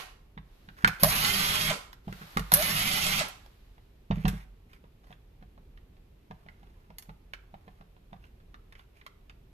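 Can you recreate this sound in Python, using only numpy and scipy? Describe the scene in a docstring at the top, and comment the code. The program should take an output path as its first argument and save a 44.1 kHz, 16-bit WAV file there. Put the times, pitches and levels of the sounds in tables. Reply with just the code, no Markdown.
"""Drill-driver at a small workshop bench

A cordless drill-driver backs two screws out of a plastic housing; a run before them is just dying away.
Gear noise, rotor whine and brush sparks follow the motor's speed; each screw brings sharp steel clacks.
Knocks, rocking, rubs and ticks are bursts of noise coloured by steel or plastic, close to the microphone.
It stands on the bench, so thumps reach it through the wood before the air; rumble and hiss lie beneath."""
import sys
import numpy as np
from scipy import signal
from scipy.io import wavfile

SR = 44100
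rng = np.random.default_rng(int(sys.argv[2]) if len(sys.argv) > 2 else 0)


def transcribe(u):
    """Save the signal u as a 16-bit wav file named by the first command-line argument.

    u: samples, shape (n,) or (channels, n), limited to [-1, 1]; the rate is SR.
    q: integer samples, one column per channel.
    """
    v = np.clip(np.atleast_2d(u).T, -1, 1)
    q = np.round(v * 32767).astype(np.int16)
    wavfile.write(sys.argv[1], SR, q)


N = 420260  # samples

# runs of the motor: (trigger pulled [s], bit bites [s], screw comes free [s], trigger let go [s],
# top speed [Hz], gear noise [dB], brush sparking [dB], kick into the bench [dB])
MOTOR_RUNS = [(-.6, -.58, -.55, -.079, 360, -31, -30, -25),
              (.998, 1.028, 1.062, 1.681, 364, -27.7, -30.7, -18.5),
              (2.516, 2.526, 2.597, 3.184, 361, -28.7, -31.7, -24)]
# modes of the bench top: (frequency [Hz], level [dB], t60 [s])
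BENCH_MODES = [(49, -10.5, .45), (75.7, -13, .18), (114.8, -7.5, 0.2), (160, 0, .16), (189, -1, 0.15),
               (256, -14, .08), (439.5, -18.5, .12), (598, -21.5, .07)]
# spectrum of struck or rubbed plastic: (frequency [Hz], level [dB])
PLASTIC_SPECTRUM = [(250, -10), (620, -2), (950, 1), (1400, 4), (2500, -4), (4000, -8), (8500, -14),
                    (12000, -11.5), (14300, -13), (16000, -29.5)]
# the driver knocks on the housing and is put down: (time [s], level [dB], thump in the bench [dB],
# body [dB], edge [dB], t60 [s], pitch of the struck spot [Hz])
DRIVER_KNOCKS = [(.376, -39.5, -37, 0, -45, .03, 1220), (.688, -41.5, -46, -5, -31, .018, 1420),
                 (.846, -11, -22.5, -9, -15, .011, 1430), (.875, -22, -24.5, 2, -1, .045, 2360),
                 (2.079, -42, -29.5, 11, -20, .049, 606), (2.126, -35.5, -38, 5, -7, .022, 1500),
                 (2.217, -45, -40, 5, -25, .035, 1350), (2.371, -18.5, -22.5, 2, -6, .021, 1170),
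                 (2.394, -32, -25, -8, 0, .035, 724), (4.11, -30, -17.5, 3, -31, .045, 613),
                 (4.179, -48, -26.5, 6, -30, .04, 440), (4.253, -25.5, -15.5, 5, -24, .035, 603),
                 (4.28, -29, -24.5, -2, 4, .055, 3280), (4.338, -50, -28.5, 2, -10, .05, 440)]
# the housing rocks on the bench under the hand: (time [s], level [dB], pitch [Hz])
HOUSING_ROCKS = [(3.78, -55, 740), (4.84, -55, 440), (5.105, -50, 700), (5.425, -50.5, 616),
                 (5.577, -55, 616), (6.31, -40.5, 611), (6.463, -53, 715), (6.63, -53, 716),
                 (6.903, -49.5, 616), (7.093, -42.5, 740), (7.541, -47.5, 698), (7.679, -47.5, 730),
                 (7.81, -50, 719), (7.965, -57, 600), (8.13, -44, 717)]


def gain_of(db):
    """Turns decibels into an amplitude factor."""
    return 10 ** (np.asarray(db) / 20)


def evened(x):
    """Scales a sound to rms 1."""
    return x / np.sqrt(np.mean(x ** 2) + 1e-20)


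def read(points, hz):
    """Reads a table between its points on a log-frequency axis."""
    f, value = np.transpose(points)
    return np.interp(np.log(hz + 1), np.log(f + 1), value)


def add(mix, s, sound):
    """Mixes a sound in at time s."""
    part = mix[max(round(s * SR), 0):][:len(sound)]
    part += sound[:len(part)]


def colour(x, points, size=4096):
    """Gives a sound the tabled spectrum with a causal, minimum-phase filter."""
    log_gain = np.log(gain_of(read(points, abs(np.fft.fftfreq(size, 1 / SR)))))
    response = np.exp(np.conj(signal.hilbert(log_gain)))
    taps = np.fft.ifft(response).real[:size // 2]
    return signal.oaconvolve(x, taps)[:len(x)]


def wander(t, per_s, count=4096):
    """Drifts between random values of about unit size, per_s of them a second."""
    return np.interp((t - t[0]) * per_s, np.arange(count), rng.standard_normal(count))


def ring(modes, spread_db=0):
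    """Sums a struck body's dying modes, their weights randomly varied by spread_db."""
    t = np.arange(SR // 2) / SR
    total = np.zeros(len(t))
    for hz, db, t60 in modes:
        level_db = db + spread_db * rng.standard_normal()
        total += gain_of(level_db - 60 * t / t60) * np.sin(2 * np.pi * hz * t)
    return total


def resonate(x, hz, width_hz):
    """Passes a sound through one resonance with a peak gain of 1."""
    return signal.lfilter(*signal.iirpeak(hz, hz / width_hz, SR), x)


def drive(t, trigger, bite, free, release, top_hz, gear_db, spark_db):
    """The motor labours on the tight screw, spins up once it is free and is braked: speed and two levels."""
    catch_hz, free_hz = 164, 205  # rotor speed as the motor catches, and as the screw lets go
    spin_up_s, brake_s, spark_off_s = .115, .047, .022  # time constants; the last is the brake current's
    freed = np.clip(t - free, 0, release - free)
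    braked = np.maximum(t - release, 0)
    labour_hz = np.interp(t, [trigger, free], [catch_hz, free_hz])
    strain = np.exp(-freed / spin_up_s)
    rotor_hz = (top_hz + (labour_hz - top_hz) * strain) * np.exp(-braked / brake_s)
    slack_db = -9 * (t < bite)  # quieter before the bit bites
    speed_db = 18 * np.log10(rotor_hz / top_hz + 1e-12)
    # the brake throws the gear teeth onto their other flanks, with a short bark
    bark_db, bark_s = 4.5, .02
    flank_db = bark_db * braked / bark_s * np.exp(1 - braked / bark_s)
    # both levels ease, in dB per second, as the thread runs out
    gear_level_db = gear_db + slack_db + speed_db + flank_db - 3.8 * freed
    current_db = strain - 7.5 * freed  # 1 dB of extra sparking under full load
    current_db -= 20 / np.log(10) * braked / spark_off_s
    return rotor_hz, gear_level_db, spark_db + slack_db + current_db


def motor(t, run, wobble=.09, grain_db=6.8, chop=0.56, mesh_db=0, whine_db=3.2, jitter=.004, flutter=.45,
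          pole_db=-21, shell_hz=620, shell_width_hz=90, shell_db=5.5, shake_db=-9, stop_hz=25):
    """One run: gears, whine and sparks in the air, and the pole hum and shake that go into the bench."""
    # whine of rotor and gears: (multiple of rotor speed [1], relative level [dB])
    whine_orders = [(1.67, -30.5), (2.09, -24.5), (3.78, -17), (4.14, -21.5), (6, -14.5), (7.35, -20),
                    (8.28, -21), (9, -13), (9.33, -13), (10.25, -24.5)]
    # spectrum of the gearbox: (frequency [Hz], level [dB])
    gearbox_spectrum = [(200, -25), (430, -11.5), (510, -25), (610, -8), (680, -12.5), (760, -4),
                        (900, -8.5), (1300, -1), (1700, -7), (2200, -3), (3200, -3), (4500, -4),
                        (7000, -8.5), (9000, -11), (15000, -33.5)]
    # spectrum of the brush sparks: (frequency [Hz], level [dB])
    spark_spectrum = [(1000, -28.5), (4500, -6.5), (6500, -13), (8700, -24.5), (10500, 2), (11600, 2.5),
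                      (13000, -5), (14300, -8), (15200, -28)]
    # gear stages: (turns of the rotor after which the tooth pattern repeats [1])
    stage_periods = [2.39, 3.7, 5.3]
    gear_ratio = 18.6  # rotor turns to one turn of the chuck

    rotor_hz, gear_db, spark_db = drive(t, *run)
    running = (t >= run[0]) * np.clip(rotor_hz / stop_hz - 1, 0, 2) / 2
    turns = np.cumsum(rotor_hz * (1 + jitter * wander(t, 70))) / SR
    angle = 2 * np.pi * turns
    # the load swells once per turn of the chuck
    load = running * (1 + wobble * np.sin(angle / gear_ratio))

    # loose teeth strike unevenly, in step with the rotor
    grain = rng.standard_normal(len(t)) * gain_of(grain_db * wander(t, 900))
    teeth = grain * (1 + chop * np.cos(angle))
    rattle = evened(colour(teeth, gearbox_spectrum))

    # each gear stage repeats its own tooth errors: a thicket of partials that glides with the speed
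    mesh = np.zeros(len(t))
    for period in stage_periods:
        errors = rng.standard_normal(round(36 * period))
        place = (turns + 0.014 * wander(t, 60)) / period
        pattern = np.interp(place, np.arange(len(errors)) / len(errors), errors, period=1)
        mesh += pattern * (1 + flutter * wander(t, 25))
    gears = evened(rattle + gain_of(mesh_db) * evened(colour(mesh, gearbox_spectrum)))

    whine = np.zeros(len(t))
    for multiple, db in whine_orders:
        strength = gain_of(db) * (1 + flutter * wander(t, 30))
        whine += strength * np.sin(multiple * angle + .9 * wander(t, 50))

    # the three rotor poles hum, and boom as they sweep through the shell's resonance
    poles = np.sin(3 * angle + .3 * wander(t, 60)) * running * gain_of(gear_db)
    boom = resonate(resonate(poles, shell_hz, shell_width_hz), shell_hz, shell_width_hz)
    hum = gain_of(pole_db) * poles * (1 + flutter * wander(t, 40)) + gain_of(shell_db) * boom

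    # the brushes spark at each commutator gap, six to the turn
    gaps = 1 + chop * np.cos(6 * angle)
    crackle = rng.standard_normal(len(t)) * gaps * gain_of(3 * wander(t, 1000))
    sparks = evened(colour(crackle, spark_spectrum))

    air = load * (gain_of(gear_db) * (gears + gain_of(whine_db) * whine) + gain_of(spark_db) * sparks)
    shake = evened(signal.oaconvolve(rng.standard_normal(len(t)), ring(BENCH_MODES))[:len(t)])
    return air, hum + shake * load * gain_of(gear_db + shake_db)


def background(apart_hz=450):
    """Workshop rumble shared by both microphone ports, with thin air noise and hiss that differ between them."""
    # spectrum of the workshop's noise: (frequency [Hz], level [dB])
    floor_spectrum = [(12, -23.5), (24, 1), (42, 5), (66, -3), (139, -10), (205, -14.5), (337, -20),
                      (390, -18), (555, -27), (610, -28.5), (700, -29.5), (1500, -39.5), (2700, -38),
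                      (4500, -49.5), (9000, -53), (13400, -46.5), (15000, -56.5)]
    # spectrum of the hiss: (frequency [Hz], level [dB])
    hiss_spectrum = [(300, -5), (750, 5), (2500, 1.5), (3900, 1.5), (5200, -4), (7000, -9.5), (9500, -12.5),
                     (12000, -4.5), (14500, -10)]
    # a faint hiss swells around each screw's run: (start [s], start of fading [s], level [dB])
    hiss_swells = [(.4, 1.5, -68), (2.03, 2.95, -53.5)]
    rise_s, fade_db_per_s, bed_db = .15, 25, -76.3  # of the hiss

    t = np.arange(N) / SR
    shared, left, right = rng.standard_normal((3, N))
    low, high = (signal.butter(2, apart_hz, kind, fs=SR) for kind in ("low", "high"))
    bass = evened(colour(signal.lfilter(*low, shared), floor_spectrum))
    rumble = bass * gain_of(-56 + 1.3 * wander(t, 3))  # drifts slowly
    scale = np.std(colour(shared, floor_spectrum))
    air = np.array([colour(signal.lfilter(*high, side), floor_spectrum) for side in (left, right)]) / scale
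    hiss = np.array([evened(colour(side, hiss_spectrum)) for side in rng.standard_normal((2, N))])
    swells = np.zeros(N)
    for start, fade, db in hiss_swells:
        rise = np.clip((t - start) / rise_s, 0, 1)
        swells += rise * gain_of(db - fade_db_per_s * np.maximum(t - fade, 0))
    return rumble + air * gain_of(-52.5) + hiss * np.hypot(gain_of(bed_db), swells)


def thumps(rise_s=0.003):
    """Knocks, the rocking housing and the kick of each start ring the bench top under the microphone."""
    bench_lead_s = .006  # the bench carries a blow to the microphone this much before the air
    out = np.zeros(N)
    swell = 1 - np.exp(-np.arange(SR // 2) / SR / rise_s)  # the heavy top takes a moment to get moving
    blows = [(s - bench_lead_s, db) for s, _, db, *_ in DRIVER_KNOCKS]
    blows += [(s - bench_lead_s, db + 1.5) for s, db, _ in HOUSING_ROCKS]
    blows += [(bite, db) for _, bite, *_, db in MOTOR_RUNS if bite > 0]
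    for s, db in blows:
        thud = ring(BENCH_MODES, spread_db=1.2) * swell
        add(out, s, gain_of(db) * thud / abs(thud).max())
    return out


def strike(db, body_db, edge_db, t60, material, crack_db):
    """A dying burst of contact noise with one sharp crack, coloured by material and hardness."""
    t = np.arange(SR // 4) / SR
    decay_s = max(t60, .003)
    burst = rng.standard_normal(len(t)) * gain_of(-60 * t / decay_s)
    burst *= np.sqrt(decay_s * SR / np.log(1e6)) / np.linalg.norm(burst)  # starts near rms 1
    burst[round(.002 * SR)] += gain_of(crack_db) * np.sqrt(np.sum(burst ** 2) / 2)  # as the faces meet
    # soft blows have more body, hard ones more edge
    hz = np.geomspace(100, 16000, 60)
    hardness = [(800, body_db), (1600, 0), (3500, 0), (11000, edge_db)]
    shape_db = read(material, hz) + read(hardness, hz)
    power = np.sum(gain_of(shape_db) ** 2 * np.gradient(hz)) / (SR / 2)
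    return gain_of(db) * colour(burst, np.c_[hz, shape_db]) / np.sqrt(power)


def tap(db, body_db, edge_db, t60, spot_hz, crack_db, spot_width_hz=320, spot_db=0):
    """A blow on plastic that rings the struck spot."""
    blow = strike(db, body_db, edge_db, t60, PLASTIC_SPECTRUM, crack_db)
    return blow + gain_of(spot_db) * resonate(blow, spot_hz, spot_width_hz)


def contacts():
    """Noise bursts: steel clacks, knocks of the driver, dull rocking of the housing and light ticks."""
    # clacks of the driver's chuck and clutch:
    # (time [s], level [dB], body below 800 Hz [dB], edge above 11 kHz [dB])
    steel_clacks = [(1.034, -2.5, -12, 0), (1.044, -11, 0, -11), (1.93, -38.5, -18, -20),
                    (2.519, -13, -12, -12), (2.538, -1.5, -23, 3), (3.285, -35.5, -2, 3),
                    (3.461, -45, -11, -22)]
    # spectrum of struck steel: (frequency [Hz], level [dB])
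    steel_spectrum = [(250, -18), (600, 16), (1400, 6), (2500, -10), (5000, -2.5), (8500, -9), (11500, 8.5),
                      (14000, -1), (16000, -11)]
    # fingernails and the screwdriver's tip: (time [s], level [dB], edge [dB], pitch of the touched spot [Hz])
    light_ticks = [(4.732, -48.5, -11, 2200), (5.126, -48.5, -21, 3540), (5.774, -54.5, -21, 1913),
                   (6.486, -47, -30, 2176), (6.984, -35.5, 15, 4420), (7.024, -47, 10, 2810),
                   (7.335, -34.5, -15, 2620), (8.24, -54, -20, 2500), (8.543, -48, -19, 1180),
                   (8.724, -48, -9, 848), (8.752, -46, -27, 2000), (8.794, -50, -27, 1180),
                   (9.013, -51, -28, 2100), (9.064, -40.5, -10, 1206), (9.296, -44, -19, 2610)]
    out = np.zeros(N)
    for s, db, _, *blow in DRIVER_KNOCKS:
        add(out, s, tap(db, *blow, crack_db=-4, spot_width_hz=320, spot_db=1))
    for s, db, body_db, edge_db in steel_clacks:
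        add(out, s, strike(db, body_db, edge_db, .009, steel_spectrum, crack_db=1))
    # every rock is the same dull, hollow kind of blow
    for s, db, spot_hz in HOUSING_ROCKS:
        add(out, s, tap(db, 7.5, -23, .03, spot_hz, crack_db=-9, spot_width_hz=220, spot_db=6.5))
    for s, db, edge_db, spot_hz in light_ticks:
        add(out, s, tap(db, -7, edge_db, .027, spot_hz, crack_db=-4))
    return out


def handling(spot_width_hz=600, spot_db=5, spread_db=4):
    """Gritty noise of sliding strokes on the plastic, and light touches at random moments."""
    # tool tip and hand sliding: (start [s], length [s], level [dB], pitch of the rubbed spot [Hz])
    rub_strokes = [(.765, .09, -51.5, 1600), (.89, .14, -53, 2200), (2.21, .03, -52, 1700),
                   (2.27, .1, -58, 1304), (4.115, .33, -53.5, 2200), (4.687, .098, -64.5, 2120),
                   (5.022, .13, -64, 702), (6.25, .7, -71, 680), (7.5, .36, -72, 642),
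                   (8.19, .1, -69, 2600), (8.744, .1, -67, 2500), (8.94, .08, -66, 2400)]
    first_s, last_s, touch_count = 4.8, 9.5, 12  # span and number of the light touches
    touch_db, lowest_hz = -65, 600
    out, t = np.zeros(N), np.arange(SR) / SR
    for s, length, db, spot_hz in rub_strokes:
        grit = colour(rng.standard_normal(SR) * gain_of(4.5 * wander(t, 250)), PLASTIC_SPECTRUM)
        grit = evened(grit + gain_of(spot_db) * resonate(grit, spot_hz, spot_width_hz))
        stroke = np.sqrt(np.sin(np.pi * np.clip(t / length, 0, 1)) + 1e-12)
        add(out, s, gain_of(db) * grit * stroke)
    for when, force, place in rng.random((touch_count, 3)):
        level_db = touch_db + spread_db * (2 * force - 1)
        spot_hz = lowest_hz * (1 + 2 * place)
        touch = tap(level_db, body_db=3, edge_db=-20, t60=.04, spot_hz=spot_hz, crack_db=-6)
        add(out, first_s + when * (last_s - first_s), touch)
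    return out


def reflections(near_db, near_t60, room_db):
    """One pair of paths: sparse quick echoes off bench and tools, and the room's noise-like tail."""
    # decay of the room: (frequency [Hz], t60 [s])
    room_decay = [(150, .35), (700, 0.53), (2500, 0.41), (7000, 0.42), (14000, 0.34)]
    size = SR * 3 // 4
    t = np.arange(size) / SR
    echoes = rng.standard_normal((2, size)) * (rng.random((2, size)) < .1)
    near = echoes * gain_of(-60 * t / near_t60) * (t > .001)
    # each band of the tail dies at its own rate
    hz, frame_t, bands = signal.stft(rng.standard_normal((2, size)) * (t > .008), SR, nperseg=256)
    dying = bands * gain_of(-60 * frame_t / read(room_decay, hz)[:, None])
    tail = signal.istft(dying, SR, nperseg=256)[1][:, :size]
    paths = ((near_db, near), (room_db, tail))
    return sum(gain_of(db) * p / np.linalg.norm(p, axis=1, keepdims=True) for db, p in paths)


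def workshop(x, direct_db, near_db, near_t60, room_db, sway_per_s=7):
    """Direct sound at two microphone ports, and reflections that keep changing as the hands move."""
    # balance of the ports: (frequency [Hz], left minus right [dB])
    port_balance = [(200, -4.5), (700, -2.3), (1400, -0.5), (2500, -7.5), (5000, -5), (9000, 0),
                    (15000, -4.5)]
    right_lead_s = .00032  # the direct sound reaches the right port first
    delayed = np.pad(x, (round(right_lead_s * SR), 0))[:len(x)]
    ports = gain_of(direct_db) * np.array([delayed, x])
    # three sets of paths take turns, their total power constant
    sway = np.pi * sway_per_s * np.arange(len(x)) / SR
    for k in range(3):
        share = np.cos(sway + k * np.pi / 3) * np.sqrt(2 / 3)
        paths = reflections(near_db, near_t60, room_db)
        ports += signal.oaconvolve((x * share)[None], paths, axes=1)[:, :len(x)]
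    sides = zip(ports, (.5, -.5))
    return np.array([colour(port, [(f, side * db) for f, db in port_balance]) for port, side in sides])


def scene(thump_air_db=-13):
    """Airborne sound through the room, plus what the bench carries straight to the microphone."""
    whir, shakes = np.zeros((2, SR + N))  # starts one second early: the first run is just dying away
    for *run, _ in MOTOR_RUNS:
        air, shake = motor(run[0] + np.arange(SR) / SR, run)
        add(whir, 1 + run[0], air)
        add(shakes, 1 + run[0], shake)
    bench = thumps()
    near_sounds = contacts() + handling() + gain_of(thump_air_db) * bench
    # the motor is held high and fills the room; the contacts are low and close
    driver = workshop(whir, direct_db=-4.5, near_db=-4, near_t60=0.085, room_db=-9)[:, SR:]
    clicks = workshop(near_sounds, direct_db=-1, near_db=-5.5, near_t60=0.062, room_db=-13.5)
    beneath = bench * gain_of(-2) + shakes[SR:] + background()
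    return driver + clicks + beneath * gain_of([[-.65], [.65]])  # left a little softer than right


def record(dry, edge_hz=14750):
    """Holds the peaks within 0.8, then cuts the treble above the band edge."""
    limited = np.clip(dry, -.8, .8)
    band = signal.firwin(301, edge_hz, window=("kaiser", 9), fs=SR)
    return signal.oaconvolve(limited, band[None], "same")


dry = scene()
out = record(dry)
transcribe(out)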